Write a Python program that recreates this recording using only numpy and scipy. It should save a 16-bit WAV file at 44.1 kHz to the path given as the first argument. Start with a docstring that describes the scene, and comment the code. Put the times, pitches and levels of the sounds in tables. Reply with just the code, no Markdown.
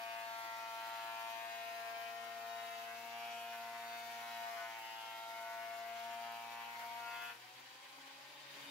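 """A benchtop thickness planer in a garage, heard on a stereo pair, a little left of centre.
At first it is cutting pine: two knives chop the wood at every turn, chips hiss over the rushing air,
and the board howls on multiples of the head speed, changing as it feeds through. From 6.2 s loose chips
crackle. At 7.3 s the board leaves and the head speeds up, the frame humming wherever a multiple of the
speed meets a resonance. Just before the end the background noise grows louder and deeper."""
import sys
import numpy as np
from scipy import signal
from scipy.fft import rfft, irfft, next_fast_len
from scipy.io import wavfile
from scipy.ndimage import uniform_filter1d

SR = 44100
rng = np.random.default_rng(int(sys.argv[2]) if len(sys.argv) > 2 else 0)


def to_wav(s):
    """Save 16-bit WAV."""
    ch = np.atleast_2d(s).T  # columns
    pcm = np.round(np.clip(ch, -1, 1) * 32767)  # PCM
    wavfile.write(sys.argv[1], SR, pcm.astype(np.int16))


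N = 383669
TIME = np.arange(N) / SR
EXIT_S = 7.3  # the board leaves the knives
HUM_ORDERS, HOWL_ORDERS = (1, 2, 3, 4, 6, 8), (5, 6, 7, 8, 12)  # multiples of the head speed
SIDE = np.array([[.5], [-.5]])  # splits a level or phase gap between left and right


def gain_of(db):
    """Decibels to amplitude."""
    return 10 ** (np.asarray(db) / 20)


def unit_rms(x):
    """Scales to rms 1."""
    return x / np.sqrt(np.mean(abs(x) ** 2) + 1e-20)


def at_hz(points, hz):
    """Reads a spectrum table on a log-frequency axis."""
    table_hz, value = np.transpose(points)
    return np.interp(np.log(hz + 1), np.log(table_hz + 1), value)


def follow(rows, column=1):
    """One column of a time table at every sample."""
    rows = np.asarray(rows)
    return np.interp(TIME, rows[:, 0], rows[:, column])


def drift(rate_hz, hop=192):
    """A slow complex random curve of rms 1, with little above the given rate."""
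    size = N // hop + 2
    hz = np.fft.fftfreq(size, hop / SR)
    spectrum = (rng.standard_normal(size) + 1j * rng.standard_normal(size)) / (1 + (hz / rate_hz) ** 4)
    knots = unit_rms(np.fft.ifft(spectrum)).astype(np.complex64)
    ramp = np.arange(hop, dtype=np.float32) / hop
    return (knots[:-1, None] + np.diff(knots)[:, None] * ramp).ravel()[:N]


def tint(x, points):
    """Gives a sound the colour of a spectrum table."""
    size = next_fast_len(N + 4096)
    colour = gain_of(at_hz(points, np.fft.rfftfreq(size, 1 / SR)))
    return irfft(rfft(x, size) * colour, size)[..., :N]


def patchy(x, surge_db, rate_hz, bands=9):
    """Lets each band of a noise surge on its own."""
    size = next_fast_len(N)
    spectrum = rfft(x.astype(np.float32), size)
    place = np.interp(np.fft.rfftfreq(size, 1 / SR), np.geomspace(1200, 13000, bands), np.arange(bands))
    out = np.zeros((2, N))
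    for band in range(bands):
        share = np.maximum(1 - abs(place - band), 0).astype(np.float32)
        out += irfft(spectrum * share, size)[:, :N] * gain_of(surge_db * drift(rate_hz).real)
    return out


# The garage's sound field at the pair. Each row: frequency in Hz, left-right correlation.
COHERENCE = [(100, 1), (500, 0.7), (800, 0.5), (1300, -0.1), (2500, 0.4), (4000, 0), (8000, 0), (15000, 0)]
def noise_pair(points):
    """Coloured noise, alike at both microphones in the bass and diffuse in the treble."""
    size = next_fast_len(N)
    left, other = rfft(rng.standard_normal((2, size)))
    same = at_hz(COHERENCE, np.fft.rfftfreq(size, 1 / SR))
    right = same * left + np.sqrt(1 - same ** 2) * other
    pair = irfft(np.array([left, right]), size)[:, :N]
    return unit_rms(tint(pair, points))


# Cavities of the housing and chip chute. Each row: centre in Hz, width in Hz, gain in dB.
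CAVITIES = [(1090, 120, -2.5), (1834, 38, 2.5), (2330, 110, 3), (2940, 110, 2), (4020, 110, -1.5),
            (4680, 49, 4.5), (6750, 1000, 2)]
def housing(pair, echo=.53, longest_s=.014, echoes=14):
    """Noise leaves through the cavities and reaches the microphones off table, board and walls."""
    size = next_fast_len(N + 4096)
    hz = np.linspace(0, SR / 2, 8193)
    cavities = gain_of(sum(db / (1 + (2 * (hz - centre) / width) ** 2) for centre, width, db in CAVITIES))
    delays_s = rng.uniform(.000988, longest_s, (2, echoes, 1))
    signs = rng.choice([-1, 1], (2, echoes, 1))
    reflections = (signs * np.exp(-2j * np.pi * hz * delays_s)).sum(1)
    response = abs(1 + echo * hz / (hz + 1000) * reflections) * cavities
    colour = np.array([np.interp(np.fft.rfftfreq(size, 1 / SR), hz, side) for side in response])
    return unit_rms(irfft(rfft(pair, size) * colour, size)[:, :N])


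# The cutterhead under load. Each row: time in seconds, turns per second.
LOADED_SPEED = [(0.0, 114.35), (.55, 113.85), (.95, 113.9), (1.99, 114.6), (2.2, 115.1), (2.77, 114.85),
                (3.21, 116.4), (3.74, 115.9), (4.04, 116.5), (4.31, 116.4), (4.8, 113.1), (5.18, 113.3),
                (5.26, 113.8), (5.69, 114.4), (6.1, 115.9), (6.93, 116.8), (7.01, 117.2), (7.3, 117.5)]
FREE_HZ = 146
def head_speed(release_s=7.33, run_up_s=.72):
    """Turns per second: held down by the load, then easing up towards the free speed."""
    load = np.exp(-np.maximum(TIME - release_s, 0) / run_up_s)
    return FREE_HZ + (follow(LOADED_SPEED) - FREE_HZ) * load


def head_angle(flutter=.00074, flutter_hz=14):
    """Angle of the cutterhead; belt and wood grain make its speed flutter a little."""
    return 2 * np.pi * np.cumsum(head_speed() * (1 + flutter * drift(flutter_hz).real)) / SR


def bite(fade_s=.06):
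    """Share of the cut that sounds: 1 until the board leaves, then dying away."""
    return np.exp(-np.maximum(TIME - EXIT_S, 0) / fade_s)


def knife_pulses(angle, depth, uneven):
    """Two swells a turn, one knife biting deeper than the other."""
    return unit_rms(np.exp(depth * np.cos(2 * angle) + uneven * np.cos(angle)))


def grain(surge_db=2.5, rate_hz=21.5):
    """Random surges of level in dB, as the knives meet the grain of the wood."""
    return surge_db * drift(rate_hz).real


# Air driven by the head and the motor fan. Each row: frequency in Hz, relative level in dB.
AIR_COLOUR = [(30, -60), (85, -27.5), (130, -30), (200, -19), (290, -14), (450, -16.5), (650, -15.5),
              (850, -3.5), (1260, -9), (2420, -9), (4000, -12.5), (4650, -14.5), (5100, -16.5), (8500, -27),
              (15500, -28)]
def air(angle, rush_db=-55.1, db_per_doubling=7.5, chop=.03, gust_hz=24, late_db=3.2, low_db=-68):
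    """Rushing air grows with speed, lightly chopped by the knives."""
    late = np.clip((TIME - 8.45) / .11, 0, 1)  # near the end the background noise grows louder and deeper
    level_db = rush_db + db_per_doubling * np.log2(head_speed() / FREE_HZ) + late_db * late
    rush = patchy(housing(noise_pair(AIR_COLOUR)), surge_db=1.7, rate_hz=gust_hz)
    rush *= 1 + chop * np.cos(2 * angle)
    low_noise = noise_pair([(20, -24), (70, -11), (180, 1), (400, 3), (900, -1), (3000, -46)])
    gust_db = .55 * drift(gust_hz).real
    return rush * gain_of(level_db + gust_db) + low_noise * gain_of(low_db) * late


# Tones of armature, belt and fan. Each row: cycles per turn of the head, base level in dB.
MOTOR_TONES = [(2.17, -86), (4.37, -78), (6.25, -77), (7.62, -76.5), (25.88, -78), (34.54, -80)]
def motor(angle, flutter_hz=18, whine_order=25.88, whine_db=-63):
    """The motor is steady under load and whirrs roughly when free; its fan whine grows with speed."""
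    steady = bite(fade_s=.24)
    flutter = .18 + 1.5 * (1 - bite(fade_s=.85))
    whirr = sum(gain_of(db) * (np.exp(1j * order * angle) * (steady + flutter * drift(flutter_hz))).real
                for order, db in MOTOR_TONES)
    whine = (np.exp(1j * whine_order * angle) * (.5 + drift(45))).real
    speed = head_speed()
    steep_rise = (speed / speed[-1]) ** 60
    return np.sqrt(2) * (whirr + gain_of(whine_db) * whine * steep_rise)


def tones(angle, orders, gains, rough, rough_hz, spread_rad):
    """Multiples of the head speed; they flutter more once no board steadies the head."""
    out = np.zeros((2, N))
    flutter = rough + .28 * (1 - bite())
    for order, gain in zip(orders, gains):
        wave = np.exp(1j * (order * angle + 2 * np.pi * rng.random())) * (1 + flutter * drift(rough_hz))
        # higher tones reach the two microphones more out of step
        skew = np.exp(1j * spread_rad * order * (1 + drift(.2).real))
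        out += gain * np.array([wave * skew, wave / skew]).real
    return np.sqrt(2) * out


# Resonances of frame and stand. Each row: centre in Hz, width in Hz, level in dB when in tune.
FRAME_MODES = [(121.4, 13.5, -78), (140.8, 2.7, -74.5), (232, 4, -71.5), (270.7, 4.8, -70.5),
               (284.4, 1.3, -56.5), (339.7, 8.3, -80), (392, 130, -86), (460.3, 4.5, -72.5),
               (470.4, 9.3, -72.5), (584, 34, -65), (707, 100, -64), (820, 29, -66.5), (1075, 42, -69)]
def frame_hum(angle):
    """The spinning head shakes the frame; each low multiple swells as it passes through a resonance."""
    hz = np.geomspace(100, 1300, 4000)
    modes = [gain_of(db) / (1 + (2 * (hz - centre) / width) ** 2) ** .7
             for centre, width, db in FRAME_MODES]
    response = np.sqrt(sum(mode ** 2 for mode in modes))
    speed = head_speed()
    gains = []
    for order in HUM_ORDERS:
        share = 1 - bite() if order in HOWL_ORDERS else unsung(order)  # gives way to the board's tones
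        gains.append(share * np.interp(order * speed, hz, response))
    return tones(angle, HUM_ORDERS, gains, rough=.15, rough_hz=20, spread_rad=.048)


# Hard spots and the board's end. Each row: middle and half length in seconds, extra rasp and spray in dB.
HARD_SPOTS = [(4.62, 0.055, 7, 0.5), (6.817, 0.058, 14, 4), (7.167, 0.2, 3, 3), (7.245, 0.032, 0, 2)]
def grabs():
    """The knives grab at each hard spot: a smooth bump in the rasp and in the spray, in dB."""
    return sum(np.outer(extra_db, np.exp(-((TIME - middle_s) / half_s) ** 2))
               for middle_s, half_s, *extra_db in HARD_SPOTS)


# The spray of torn chips. Each row: time in seconds, base level in dB.
SPRAY_LEVEL = [(0.0, -64.5), (.55, -64.5), (.95, -63), (1.48, -64), (2.29, -65.5), (2.73, -64),
               (2.86, -65.5), (3.69, -64), (3.85, -63.5), (4.21, -63), (4.45, -62.5), (4.73, -65),
               (7.15, -66.5)]
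def spray():
    """Strength of the spray in dB; patter, tearing and the knives' sizzle all follow it."""
    return follow(SPRAY_LEVEL)


# Large chips hitting the housing. Each row: time in seconds, relative peak in dB.
LARGE_CHIPS = [(6.2714, -58), (6.322, -41), (6.4682, -49), (6.7087, -44), (6.7945, -45), (6.8199, -49),
               (7.095, -50), (7.2214, -45), (7.2384, -43.5), (7.248, -47), (7.257, -48)]
# The colour of a chip's tick. Each row: frequency in Hz, gain in dB.
TICK_COLOUR = [(500, -20), (4000, -10), (8500, -9), (12500, 1), (15500, 4)]
def chips(spray_db, small_per_s=900, loose_per_s=32, loose_from_s=6.2, loose_db=-53, ring_s=.0013):
    """Small chips patter on the housing; as the board's end nears, loose and large ones get out."""
    sizes = np.minimum(rng.exponential(1, (2, N)), 2)
    shower = unit_rms(sizes * (rng.random((2, N)) < small_per_s / SR))
    shower *= gain_of(spray_db - 7.5 + drift(6).real)  # slow surges of about 1 dB
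    t = TIME[:512]
    tick = rng.standard_normal((2, len(t))) * np.exp(-t / ring_s)
    tick /= np.linalg.norm(tick, axis=1, keepdims=True)
    loose = (rng.random(N) < loose_per_s / SR) * (TIME > loose_from_s)
    peaks = sizes * loose * gain_of(loose_db)
    for time_s, db in LARGE_CHIPS:
        peaks[:, round(time_s * SR)] += gain_of(db + 4.5)
    hits = (shower + peaks / abs(tick).max()) * np.sqrt(bite())  # chips fall a little past the cut
    return tint(signal.oaconvolve(hits, tick, axes=1)[:, :N], TICK_COLOUR)


# The hiss of tearing fibres. Each row: frequency in Hz, relative level in dB.
TEAR_COLOUR = [(100, -64), (500, 0), (800, 3), (1300, 3.5), (2600, 2), (3500, 5.5), (4500, 0), (6500, -2),
               (8300, -5.5), (10000, -3.5), (12500, -0.5), (14500, -0.5), (15600, -2)]
def tearing(angle, spray_db, over_spray_db=5):
    """Fibres tear in a puff of noise at every knife pass."""
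    hiss = patchy(housing(noise_pair(TEAR_COLOUR)), surge_db=1.1, rate_hz=14)
    puffs = knife_pulses(angle, depth=.16, uneven=.17)
    return hiss * puffs * gain_of(spray_db + over_spray_db + grain(surge_db=1.25))


# The shaken board. Each row: frequency in Hz, relative level in dB.
RASP_COLOUR = [(200, -27), (550, -21), (720, 1), (880, -5.5), (1300, -2), (2200, -8.5), (5000, -60)]
def rasp(angle, grab_db, usual_db=-68, follows_howl=.14):
    """Unequal blows in wild grain shake the board into a coarse rasp between the clean tones."""
    blows = knife_pulses(angle, depth=.49, uneven=.25)
    howl_db = follow(HIGH_HOWL)
    level_db = usual_db + follows_howl * (howl_db - howl_db.mean()) + grab_db
    return noise_pair(RASP_COLOUR) * blows * gain_of(level_db + grain(surge_db=3, rate_hz=30))


# Partials of the knife blows. Each row: frequency in Hz, relative strength in dB.
BLOW_COLOUR = [(340, -17), (570, -12), (1030, 2), (1260, 0.5), (1500, 2.5), (1850, 2.5), (2200, 3.5),
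               (2600, 6.5), (3150, -2), (3450, -3), (3800, -7), (5000, -8), (6500, -11.5), (8000, -25)]
# The buzz's low body and the edge above it. Each row of both: time in seconds, base level in dB.
BUZZ_BODY = [(0, -53), (0.45, -55.5), (1.15, -53), (1.9, -56), (2.4, -60), (2.8, -53.5), (3.05, -56),
             (3.3, -54.5), (3.9, -54), (4.35, -55), (4.6, -51.5), (4.87, -56.5), (5.25, -56), (5.6, -54),
             (5.9, -54.5), (6.2, -56.5), (6.7, -54.5), (6.95, -57), (7.1, -52.5), (7.3, -52.5)]
BUZZ_EDGE = [(0, -55), (0.24, -60.0), (0.35, -61.5), (0.8, -59.5), (1.3, -60), (1.7, -56.5), (2.1, -55),
             (2.38, -62.0), (2.68, -57.5), (3.03, -64), (3.2, -53), (3.5, -59), (3.68, -60), (4.4, -57.5),
             (4.6, -56.5), (4.75, -58), (5.06, -65), (5.41, -63.5), (5.9, -59.5), (6.38, -56.5),
             (6.7, -59.5), (6.92, -61.5), (7.1, -55), (7.3, -54)]
def knives(angle, split_hz=(2250, 3400), smear_s=.002, scatter_hz=3, swell_db=3.5, swell_hz=1.3):
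    """The blows buzz; each partial swells and fades as the board's overhang changes its modes."""
    turn, wave = np.exp(1j * angle).astype(np.complex64), np.ones(N, np.complex64)
    bands, powers = np.zeros((3, 2, N), np.float32), np.zeros((3, N), np.float32)
    head_hz = np.median(follow(LOADED_SPEED))
    for order in range(1, 68):
        wave = wave * turn
        if order in HUM_ORDERS + HOWL_ORDERS:
            continue
        hz = order * head_hz
        lag = 2 * np.pi * hz * smear_s * rng.random() / np.sqrt(order)  # the housing smears each blow
        lead = 1.34 * rng.standard_normal()  # radians between the microphones
        direct = (np.exp(1j * (lag + SIDE * lead)).astype(np.complex64) * wave).real
        same = float(np.clip(at_hz(COHERENCE, hz), 0, 1))
        left = drift(scatter_hz)
        right = same * left + (1 - same ** 2) ** .5 * drift(scatter_hz)
        scattered = (np.array([left, right]) * wave).real  # off the garage walls
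        even_db = 1 if order % 2 == 0 else 0  # two nearly equal knives favour even multiples
        gain = gain_of(at_hz(BLOW_COLOUR, hz) + even_db + swell_db * drift(swell_hz).real)
        steady = .65 * (1 + 1000 / hz)  # low partials hold steadier
        partial = gain * (steady * direct + scattered)
        index = np.searchsorted(split_hz, hz)
        powers[index] += (partial ** 2).mean(0)
        bands[index] += partial * unsung(order)
    out = np.zeros((2, N))
    levels_db = follow(BUZZ_BODY) - 1, follow(BUZZ_EDGE) - 1, spray() + .5  # body, edge, sizzle
    for band, power, db in zip(bands, powers, levels_db):
        rms = np.sqrt(uniform_filter1d(power.astype(float), size=4000) + 1e-12)
        out += band / rms * gain_of(db + grain())  # the partials share the power of the cut
    return out


def placed(wave, level_db, pan_db):
    """Sets a complex tone between the microphones, the left louder by pan_db."""
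    sides = gain_of(SIDE * pan_db)
    return 2 * wave.real * gain_of(level_db) * sides / np.linalg.norm(sides, axis=0)


def held(t, start, end):
    """A note swells, holds and fades: 0 to 1."""
    ease = min((end - start) / 3, NOTE_EASE_S) / 2
    return np.interp(t, [start - ease, start + ease, end - ease, end + ease], [0, 1, 1, 0])


# The board's clearest notes. Each row: start and end in seconds, multiple of the head speed,
# base level in dB, left minus right in dB, lead at the left microphone in radians.
BOARD_NOTES = [(-0.1, 0.2, 26, -63, 6, -2), (-0.1, 0.268, 22, -57, 1, -1.5), (-0.1, 0.568, 14, -60, 5, 2),
               (-0.1, 0.83, 19, -64, 12, -1.5), (-0.1, 0.9, 16, -62.5, 2, -1.7),
               (-0.1, 1.26, 10, -58.5, 0.5, 2), (-0.1, 1.28, 20, -62.0, 1, 3.5),
               (0.08, 0.29, 24, -63.0, 1, 0.5), (0.19, 0.48, 38, -67, 1, 1.7),
               (0.23, 0.598, 18, -58.0, -1.5, -2), (0.24, 0.4, 33, -66.0, 0, 0.1),
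               (0.293, 1.296, 12, -55.5, 1, 0.5), (0.35, 0.53, 41, -71.0, 3, -3.5),
               (0.52, 1.76, 33, -70.5, -3, 1.5), (0.55, 1.45, 43, -74.0, 9, 5),
               (0.63, 1.42, 27, -64, 0, -1.2), (0.68, 1.08, 37, -70.0, 4, 0.5),
               (0.71, 1.94, 24, -65, 2, 1.2), (0.73, 1.49, 39, -70, 2, -2.5), (0.75, 1.16, 35, -69, 6, 0),
               (0.76, 1.7, 30, -66, 2, 2), (0.84, 1.32, 7, -63, 5, 0.5), (0.91, 1.9, 41, -75, -1, 5.5),
               (0.96, 2.11, 18, -63.5, 3, -1.5), (1.03, 1.39, 26, -64.5, 8, -3),
               (1.07, 1.47, 21, -58.5, 10, 1.5), (1.14, 2.377, 16, -60, 1, 1.24),
               (1.22, 1.725, 22, -60, 3, 1), (1.507, 1.83, 4, -72, 2, 0.1), (1.57, 2.81, 12, -60.0, 5, 1.5),
               (1.62, 2.02, 37, -73.5, 0, 2), (1.634, 2.87, 9, -58, 4, 4),
               (1.64, 1.99, 42, -70.5, -1, -1.9), (1.78, 2.09, 14, -58.5, 7, 1),
               (1.83, 3.07, 4, -68.5, 2, 0.1), (1.87, 2.92, 30, -71, 4, 3.5),
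               (2.383, 2.758, 16, -60.5, 2, 0.8), (2.46, 2.85, 33, -65, 2, -0.6),
               (2.58, 3.48, 23, -61.5, 4, 1.2), (3.07, 4.266, 4, -71.0, 1.5, 0.4),
               (3.12, 3.34, 7, -59.0, -2, -1), (3.13, 3.45, 40, -72.0, 5, 3),
               (3.154, 3.57, 25, -62, 3, 0.7), (3.18, 3.62, 21, -61.5, 4, 0.5),
               (3.19, 3.55, 22, -61.5, 1, 0.8), (3.21, 3.46, 28, -63.5, 1, 1.5),
               (3.38, 3.97, 42, -80, 1, 1), (3.76, 4.03, 32, -67, 0, 4.5), (3.86, 4.06, 40, -68.0, 1, -0.3),
               (3.88, 4.27, 31, -65, 3, 1.5), (3.93, 4.97, 19, -61.5, 5, 0.6), (4.18, 5.31, 7, -58, 0, 1.5),
               (4.2, 4.493, 34, -65, 2, 1.5), (4.21, 4.72, 16, -62.5, -2, 0.5),
               (4.462, 4.78, 18, -59, 3, 1.6), (4.476, 4.63, 10, -58.5, 2, -1.1),
               (4.573, 4.68, 13, -53.5, 3, 0.7), (4.68, 5.16, 27, -63, 2, -1.5),
               (4.73, 5.173, 24, -62, 5, 1), (4.8, 5.04, 26, -63, -1, -1.3), (4.82, 5.11, 25, -65, 9, 0.5),
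               (4.83, 4.98, 44, -67, -2, 2.4), (4.93, 5.17, 30, -63, 3, -2),
               (4.97, 5.634, 12, -59, -2, 0.9), (5.0, 5.288, 28, -62.5, 3, 1.7),
               (5.07, 5.318, 33, -67, 3, 1.7), (5.4, 5.673, 13, -56.5, 4.5, 0.7),
               (5.55, 5.802, 19, -58, 7, -0.3), (6.06, 6.783, 20, -63.5, 1, -0.5),
               (6.16, 6.41, 40, -71, 1, 1.3), (6.178, 6.74, 7, -55.5, 10, -1),
               (6.406, 6.765, 22, -62.5, 1, 1), (6.93, 7.19, 38, -69, 0, -2),
               (6.93, 7.26, 10, -60, 8, -2.5), (7.013, 7.335, 12, -51, 5, 0.5),
               (7.05, 7.22, 40, -67, 1, -1.0), (7.05, 7.33, 23, -60, 2, 1.1),
               (7.09, 7.26, 18, -60.5, 6, 0.2), (7.1, 7.33, 29, -63, 0, -1.0),
               (7.15, 7.33, 27, -63.5, 1, -2)]
NOTE_EASE_S = .12  # longest swell or fade
def singing(angle, lift_db=.2, smear_rad=2.2):
    """Modes of the moving board sing briefly on multiples of the speed; all stop as the board leaves."""
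    out = np.zeros((2, N))
    wobble = 1 + .09 * drift(22) + .09 * drift(3)
    lags = smear_rad * rng.standard_normal(size=64)
    offsets = (rng.random(len(BOARD_NOTES)) * N).astype(int)  # each note wobbles in its own way
    for (start, end, order, db, pan_db, lead), offset in zip(BOARD_NOTES, offsets):
        at = np.flatnonzero((TIME > start - NOTE_EASE_S) & (TIME < end + NOTE_EASE_S))
        wave = np.exp(1j * (order * angle[at] + lags[order] + SIDE * lead)) * wobble[(at + offset) % N]
        out[:, at] += placed(wave, db + lift_db, pan_db) * held(TIME[at], start, end)
    return out * bite(fade_s=.045)


def unsung(order):
    """Share of a multiple that is left when a note of the board takes it over."""
    t = TIME[::256]
    notes = (held(t, start, end) for start, end, multiple, *_ in BOARD_NOTES if multiple == order)
    taken = np.minimum(sum(notes, np.zeros_like(t)), 1)
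    return np.interp(TIME, t, 1 - .8 * taken).astype(np.float32)


def strong_tone(phase, rows, lead, lift_db=.4, rough=.08, rough_hz=22):
    """One strong, slightly rough tone of the board, louder and earlier at one microphone."""
    wave = np.exp(1j * (phase + SIDE * lead)) * (1 + rough * drift(rough_hz))
    return placed(wave, follow(rows) + lift_db, pan_db=follow(rows, column=2))


# The howl at 6 times the speed. Each row: time in seconds, base level in dB, left minus right in dB.
LOW_HOWL = [(0, -49.5, 5), (.2, -50, 4.5), (.45, -54, 4.5), (.95, -53, 3.5), (1.55, -50, 4.5),
            (1.95, -48.5, 3.5), (2.3, -50.5, 5.5), (2.55, -48, 4.5), (3.03, -53, 6), (3.24, -49, 2.5),
            (4.3, -52.5, 2), (4.42, -49, 4), (4.63, -48.5, 3.5), (4.78, -60.5, 8), (5.05, -59.5, 7),
            (5.45, -50, 3), (5.8, -48, 4), (6.2, -48.5, 4), (6.5, -56.5, -7), (6.75, -60, -9),
            (6.83, -53, 1), (7.08, -53.5, 5), (7.3, -59.5, 0)]
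# The howl at 8 times the speed. Each row: the same three, then lead at the left microphone in radians.
HIGH_HOWL = [(0, -54.5, 7, 1.5), (.35, -51.5, 5, 1.3), (.75, -50.5, 1, 0.86), (1.35, -50, 7, 1.2),
             (1.7, -58, 6, 4.2), (2.0, -59, 5, 4), (2.22, -70, 7, 5), (2.53, -58.5, 10, 0.7),
             (2.85, -65, 10, 5.5), (3.05, -56.5, 5, -0.5), (3.3, -59.5, 6, -1), (3.75, -56, -1, 0.5),
             (4.0, -56.5, 3, 1.9), (4.28, -57, -1, -1.5), (4.47, -49.5, 4, 2.5), (4.57, -62, 4, 2.5),
             (4.7, -55, 1, -0.2), (5.55, -52.5, 2, 1), (5.9, -61.5, 23, 5.5), (6.06, -52.5, 2, 0.5),
             (6.3, -54.5, 1, .7), (6.7, -54.5, 4, -0.5), (6.93, -49.5, 4, 1), (7.14, -52.5, 9, -0.1),
             (7.3, -56.5, 6, 5)]
def howl(angle, weak_db=(-78.5, -65.5, -65), wander_db=2.2, wander_hz=3.2):
    """Two strong tones of the board trade places and shift across the pair; three weaker ones wander."""
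    under, low, between, high, octave = HOWL_ORDERS
    weak_orders = under, between, octave
    gains = [gain_of(db + wander_db * drift(wander_hz).real) * unsung(order)
             for order, db in zip(weak_orders, weak_db)]
    weak = tones(angle, weak_orders, gains, rough=.3, rough_hz=25, spread_rad=.058)
    low_tone = strong_tone(low * angle, LOW_HOWL, lead=.3 * drift(.38).real)
    high_tone = strong_tone(high * angle, HIGH_HOWL, lead=follow(HIGH_HOWL, column=3))
    return weak + low_tone + high_tone


# The planer stands a little left of the pair. Each row: frequency in Hz, left minus right in dB.
LEFT_LEAN = [(115, 0.5), (230, 1.5), (460, 1.8), (690, 4), (950, 0.5), (1400, 3), (2500, 2), (4500, 1.8),
             (8000, 1.3), (14000, -1)]
def scene():
    """The machine and the board as they reach the microphones, locked to the cutterhead."""
    angle = head_angle()
    rasp_grab_db, spray_grab_db = grabs()
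    spray_db = spray() + spray_grab_db
    cut = bite() * (knives(angle) + rasp(angle, rasp_grab_db))
    cut += bite(fade_s=.12) * tearing(angle, spray_db)
    machine = cut + chips(spray_db) + frame_hum(angle) + motor(angle) + air(angle)
    left = tint(machine[0], [(hz, db / 2) for hz, db in LEFT_LEAN])
    right = tint(machine[1], [(hz, -db / 2) for hz, db in LEFT_LEAN])
    return np.array([left, right]) + bite() * howl(angle) + singing(angle)


def record(dry):
    """The recorder passes nothing above about 16 kHz."""
    lowpass = signal.firwin(1023, 15760, window=("kaiser", 9), fs=SR)
    return signal.oaconvolve(dry, lowpass[None], "same")


dry = scene()
out = record(dry)
to_wav(out)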